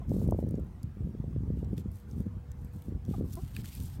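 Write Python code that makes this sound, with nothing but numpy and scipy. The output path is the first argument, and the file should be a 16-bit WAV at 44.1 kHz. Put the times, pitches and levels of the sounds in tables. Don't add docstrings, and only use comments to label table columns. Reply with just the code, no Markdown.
import sys
import numpy as np
from scipy import signal
from scipy.fft import rfft, irfft, next_fast_len
from scipy.io import wavfile
from scipy.ndimage import uniform_filter1d, map_coordinates

SR = 44100
rng = np.random.default_rng(int(sys.argv[2]) if len(sys.argv) > 2 else 0)


def log_audio(samples):
    frames = np.atleast_2d(samples).T
    limited = np.clip(frames, -1, 1)
    pcm = np.round(limited * 32767).astype(np.int16)
    wavfile.write(sys.argv[1], SR, pcm)


N = 176400


def amp(db):
    return 10 ** (np.asarray(db) / 20)


def unit(x):
    return x / np.sqrt(np.mean(x ** 2) + 1e-20)


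def along(points, hz):
    knot_hz, values = np.transpose(points)
    return np.interp(np.log(hz + 1), np.log(knot_hz + 1), values)


def wobble(per_s):
    knots = rng.standard_normal(int(N * per_s / SR) + 4)
    return map_coordinates(knots, [np.arange(N) * per_s / SR])


def filtered(x, response):
    size = next_fast_len(len(x) + 8192)
    return irfft(rfft(x, size) * response(np.fft.rfftfreq(size, 1 / SR)), size)[:len(x)]


def highpass_gain(hz, edge_hz):
    return hz ** 2 / np.hypot(hz ** 2, edge_hz ** 2)


def coloured(x, spectrum):
    return unit(filtered(x, lambda hz: amp(along(spectrum, hz))))


def specks(per_s, spread_db):
    signed_hits = (rng.random(N) < per_s / SR) * rng.choice([-1, 1], N)
    return unit(signed_hits * amp(spread_db * rng.standard_normal(N)))


def evened(x, span_s):
    size = max(int(span_s * SR), 8)
    power = uniform_filter1d(uniform_filter1d(x ** 2, size), size)
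    return x / np.sqrt(np.abs(power) + 0.012)


def patchy(x, depth_db):
    spectra = signal.stft(x, nperseg=1024)[2]
    ripple = uniform_filter1d(rng.standard_normal(spectra.shape), size=5, axis=0)
    ripple = uniform_filter1d(ripple, size=5, axis=1)
    return signal.istft(spectra * amp(depth_db * unit(ripple)), nperseg=1024)[1][:len(x)]


def add(out, start_s, sound):
    part = out[max(round(start_s * SR), 0):][:len(sound)]
    part += sound[:len(part)]


# frequency_hz, gain_db
RUMBLE_SPECTRUM = [(20, -47), (35, -12.5), (55, 0.5), (85, 0), (140, -5.5), (200, -17.5), (320, -27),
                   (600, -82)]
FLUTTER_SPECTRUM = [(60, -26), (130, 0.5), (200, 8), (300, -6.5), (480, -14), (700, -34), (1000, -37),
                    (1600, -54.5)]
# time_s, rumble_db, flutter_db
BREEZE_LEVELS = [(0.0, -37.5, -37.5), (0.04, -44.5, -53.5), (0.11, -27.5, -30.5), (0.13, -33.5, -31.5),
                 (0.36, -29.5, -34.5), (0.37, -36, -38.5), (0.6, -37, -37.5), (0.62, -33, -45.5),
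                 (0.66, -45, -45), (0.77, -45.5, -53), (0.81, -48.5, -55), (0.85, -36.5, -43),
                 (0.93, -46.5, -59), (0.97, -49.5, -51), (1.04, -31.5, -37.5), (1.11, -44.5, -42),
                 (1.25, -39, -50), (1.31, -43.5, -38), (1.38, -31, -47.5), (1.47, -40.5, -41.5),
                 (1.49, -33, -42), (1.7, -35.5, -42), (1.74, -38, -35.5), (1.76, -39.5, -65),
                 (1.78, -35, -36), (1.84, -46, -52.5), (1.86, -34, -43), (1.97, -43, -60),
                 (1.99, -54, -59.5), (2.21, -33, -34), (2.23, -42.5, -52), (2.27, -37.5, -33),
                 (2.32, -42, -78), (2.37, -38, -47), (2.45, -50, -75), (2.51, -38.5, -69),
                 (2.55, -48.5, -50), (2.61, -39, -58), (2.65, -41, -49), (2.71, -46.5, -60),
                 (2.77, -40, -43.5), (2.8, -44.5, -57), (2.84, -57, -61), (2.88, -40.5, -39.5),
                 (2.96, -33, -42), (3.01, -45.5, -58), (3.11, -33.5, -38), (3.14, -38.5, -51),
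                 (3.21, -34, -30.5), (3.24, -37.5, -36), (3.32, -40.5, -51), (3.34, -37, -51),
                 (3.41, -49.5, -51), (3.43, -36, -50), (3.49, -46, -65), (3.59, -38.5, -43),
                 (3.75, -48, -55), (3.8, -36, -40.5), (3.93, -43.5, -67), (4.0, -39.5, -37.5)]


def breeze(rumble_trim_db=1, flutter_trim_db=-2.5, eddies_per_s=400):
    time_s, *levels = np.transpose(BREEZE_LEVELS)
    rumble_db, flutter_db = [np.interp(np.arange(N) / SR, time_s, db) for db in levels]
    rumble = evened(coloured(rng.standard_normal(N), RUMBLE_SPECTRUM), span_s=0.033)
    eddies = specks(eddies_per_s, spread_db=2)
    flutter = evened(coloured(eddies, FLUTTER_SPECTRUM), span_s=0.038)
    return amp(rumble_db + rumble_trim_db) * rumble + amp(flutter_db + flutter_trim_db) * flutter


# frequency_hz, gain_db
YARD_SPECTRUM = [(30, -0.5), (100, 9), (250, 6), (450, -4), (800, -3), (1300, -7.5), (2200, -15.5),
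                 (4000, -22.5), (8000, -26), (10500, -28), (15500, -27.5)]
# pitch_hz, level_db, loudest_s, half_length_s
HUM_TONES = [(397.4, -72.5, 5, 3.5), (486, -63.5, 2.42, 0.64)]


def yard(wash_db=-60.5):
    t = np.arange(N) / SR
    wash_gain = amp(wash_db + 0.18 * wobble(3.25))
    out = wash_gain * coloured(patchy(rng.standard_normal(N), depth_db=2.5), YARD_SPECTRUM)
    for pitch_hz, level_db, loudest_s, half_length_s in HUM_TONES:
        swell = amp(level_db + 0.66 * wobble(6.74)) / (1 + ((t - loudest_s) / half_length_s) ** 4)
        wavering_hz = pitch_hz * (1 + 0.0059 * wobble(7.4))
        out += swell * np.sin(2 * np.pi * np.cumsum(wavering_hz) / SR)
    return out


# frequency_hz, gain_db
THROAT_RESPONSE = [(300, -2), (720, 3), (1000, -5.5), (1200, -6), (1450, -36), (2200, -34)]
# start_s, length_s, first_hz, last_hz, level_db, fundamental_gain_db
HEN_CALLS = [(0.014, 0.023, 343, 348, -56, -10.5), (3.135, 0.028, 431, 306, -48, -0.5),
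             (3.368, 0.043, 329, 400, -51.5, 8.5)]


def clucks(dulling_db=10.5, echo_db=-14, echo_t60_s=0.073):
    out = np.zeros(N)
    for start_s, length_s, first_hz, last_hz, level_db, fundamental_gain_db in HEN_CALLS:
        progress = np.linspace(0, 1, int(length_s * SR))
        glide_hz = first_hz + (last_hz - first_hz) * progress
        pitch_hz = glide_hz * (1 + 0.027 * wobble(220)[:len(progress)])
        phase = 2 * np.pi * np.cumsum(pitch_hz) / SR
        note = np.zeros(len(progress))
        for k in range(1, 7):
            source_db = fundamental_gain_db if k == 1 else -dulling_db * (k - 1) * (progress - 0.5)
            note += amp(source_db + along(THROAT_RESPONSE, k * pitch_hz)) * np.cos(k * phase)
        envelope = np.minimum(progress / 0.18, 1) * np.minimum((1 - progress) / 0.45, 1)
        add(out, start_s, amp(level_db) * note * envelope)
    t = np.arange(SR // 3) / SR
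    tail = rng.standard_normal(len(t)) * amp(-60 * t / echo_t60_s)
    return out + amp(echo_db) * signal.fftconvolve(out, tail / np.linalg.norm(tail))[:N]


# frequency_hz, gain_db
LITTER_SPECTRUM = [(500, -1), (1500, 3.5), (3000, 3.5), (6000, -2), (9500, -0.5), (10600, -7.5), (12500, 2),
                   (15500, -5.5)]
# start_s, length_s, level_db, lower_edge_hz
FEATHER_STROKES = [(0.067, 0.24, -62.5, 5500), (0.359, 0.086, -67, 6200), (1.555, 0.084, -73, 3500),
                   (1.761, 0.068, -62, 2620), (1.901, 0.15, -67.5, 5970), (2.072, 0.091, -68.5, 4000),
                   (2.148, 0.1, -67.5, 5100), (2.552, 0.17, -74.5, 5000), (2.713, 0.11, -69.5, 4930),
                   (2.786, 0.15, -71.5, 5030), (3.061, 0.17, -61.5, 2980), (3.227, 0.26, -62, 4450),
                   (3.351, 0.27, -64, 2470), (3.318, 0.032, -52.5, 4970), (3.533, .11, -56.5, 1860),
                   (3.627, 0.092, -54, 2480), (3.695, .11, -52, 2380), (3.768, 0.15, -55.5, 3880),
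                   (3.86, 0.14, -61, 3240)]


def feather_sweeps(grit_per_s=680, grit_share=0.33, clump_db=1, trim_db=-0.5):
    out, t = np.zeros(N), np.arange(SR) / SR
    for start_s, length_s, level_db, edge_hz in FEATHER_STROKES:
        grit = specks(grit_per_s, spread_db=6.5)[:SR]
        hiss = unit(patchy(rng.standard_normal(SR), depth_db=2.5))
        rub = np.sqrt(1 - grit_share) * hiss + np.sqrt(grit_share) * grit
        rub *= amp(clump_db * wobble(103)[:SR])
        rub = unit(filtered(rub, lambda hz: amp(along(LITTER_SPECTRUM, hz)) * highpass_gain(hz, edge_hz)))
        progress = t / length_s
        rise = np.sin(np.pi / 2 * np.minimum(progress / 0.37, 1))
        fall = np.exp(-(np.maximum(progress - 0.65, 0) / 0.19) ** 2)
        add(out, start_s, amp(level_db + trim_db) * rise * fall * rub)
    return out


# start_s, level_db, pitch_hz
LITTER_SNAPS = [(.094, -45, 5560), (0.145, -46, 11900), (.277, -42, 9000), (0.309, -36.5, 7900),
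                (0.4893, -45, 8500), (.509, -43, 8640), (.554, -50.5, 5500), (.598, -55, 11000),
                (.645, -57, 13000), (.669, -58.5, 10000), (.831, -42, 7170), (0.836, -56, 7650),
                (1.646, -50.5, 5600), (1.779, -39, 2530), (1.78, -37.5, 5750), (1.797, -45.5, 11300),
                (1.916, -47.5, 11900), (1.957, -44.5, 8900), (2.0, -50, 12500), (2.112, -45.5, 6140),
                (2.204, -47.5, 9040), (2.517, -42.5, 7950), (2.615, -59, 13000), (2.647, -44.5, 11600),
                (2.735, -51, 13000), (2.762, -54, 9000), (2.821, -44, 12600), (2.823, -51.5, 3300),
                (3.051, -48, 7100), (3.051, -48, 3500), (3.061, -50, 6100), (3.332, -36, 5950),
                (3.338, -36, 13100), (3.354, -36.5, 8830), (3.55, -40.5, 2900), (3.556, -56, 2420),
                (3.565, -26, 2520), (3.644, -39, 1390), (3.751, -34, 11400), (3.8, -39, 12600),
                (3.835, -37, 12400), (3.857, -40, 8200)]


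def litter_ticks(attack_s=0.00037, crack_t60_s=0.0057, ring_t60_s=0.011, ring_db=-7.5, trim_db=-3):
    out, t = np.zeros(N), np.arange(SR // 25) / SR
    attack = 1 - np.exp(-t / attack_s)
    for start_s, level_db, pitch_hz in LITTER_SNAPS:
        noise = filtered(rng.standard_normal(len(t)), lambda hz: highpass_gain(hz, 0.53 * pitch_hz))
        crack = unit(noise) * amp(-60 * t / crack_t60_s)
        modes_hz = pitch_hz * np.append(1, np.exp(0.277 * rng.standard_normal(size=2)))
        ring = np.sin(2 * np.pi * np.outer(modes_hz, t)).sum(0) * amp(ring_db - 60 * t / ring_t60_s)
        ring *= 1 + 0.6 * wobble(1450)[:len(t)]
        add(out, start_s, amp(level_db + trim_db) * (crack + ring) * attack)
    return out


# frequency_hz, gain_db
OPENING_RESPONSE = [(70, 2.5), (150, 2), (330, -2), (520, 2), (750, -0.5), (1150, -1.5), (1600, -18)]
# time_s, peak_db, bandwidth_hz
EDDY_HITS = [(0.118, -20.5, 350), (0.144, -25.5, 268), (0.166, -20.5, 266), (0.187, -31, 308),
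             (0.217, -28.5, 410), (0.226, -24.5, 238), (0.242, -24, 208), (0.266, -32.5, 350),
             (0.276, -19, 198), (0.289, -21.5, 357), (0.324, -17, 537), (0.327, -28, 427),
             (0.333, -28.0, 264), (0.347, -24, 335), (0.387, -37, 423), (0.39, -21, 385),
             (0.428, -24.5, 323), (0.439, -28.5, 313), (0.448, -22, 157), (0.467, -32.5, 352),
             (0.473, -25.0, 230), (0.485, -25, 222), (0.511, -30, 274), (0.524, -28.0, 220),
             (0.543, -22.5, 270), (0.577, -34.5, 346), (0.584, -22.5, 242), (0.594, -26, 269),
             (0.635, -35.0, 258), (0.841, -28.5, 145), (0.971, -35.5, 238), (1.007, -26.5, 158),
             (1.023, -36, 210), (1.073, -31.5, 260), (1.151, -29.5, 247), (1.201, -23.5, 148),
             (1.242, -31, 304), (1.281, -26, 149), (1.363, -24.5, 243), (1.407, -28, 180),
             (1.435, -27, 200), (1.479, -30.0, 205), (1.504, -23, 250), (1.538, -31.5, 192),
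             (1.573, -28, 237), (1.63, -25.5, 260), (1.675, -34, 220), (1.732, -21.5, 222),
             (1.784, -30, 240), (1.859, -26, 201), (2.18, -36, 190), (2.204, -30, 246), (2.268, -29.5, 221),
             (2.368, -32.5, 149), (2.648, -30, 139), (2.762, -37, 190), (2.884, -29, 223),
             (2.923, -26, 210), (2.96, -33, 160), (3.083, -33.5, 316), (3.091, -22, 189), (3.112, -24, 230),
             (3.183, -26, 200), (3.211, -20, 260), (3.243, -25.5, 204), (3.435, -30.0, 120),
             (3.589, -33, 176), (3.809, -35, 180)]


def wind_puffs(bass_cut_hz=120, lead_s=0.012, trim_db=-0.5):
    out, t = np.zeros(N), np.arange(SR // 16) / SR
    bass_cut = signal.butter(2, bass_cut_hz, 'high', fs=SR)
    for time_s, peak_db, bandwidth_hz in EDDY_HITS:
        pulse = np.exp(-0.5 * (2 * np.pi * bandwidth_hz * (t - lead_s)) ** 2)
        puff = signal.lfilter(*bass_cut, pulse)
        add(out, time_s - lead_s, -amp(peak_db + trim_db) * puff / np.abs(puff).max())
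    return filtered(out, lambda hz: amp(along(OPENING_RESPONSE, hz)))


def scene():
    return (breeze() + wind_puffs() + feather_sweeps() + litter_ticks() + clucks() + yard())[None]


def record(dry):
    top_hz = 15950
    return np.array([filtered(channel, lambda hz: hz < top_hz) for channel in dry])


dry = scene()
out = record(dry)
log_audio(out)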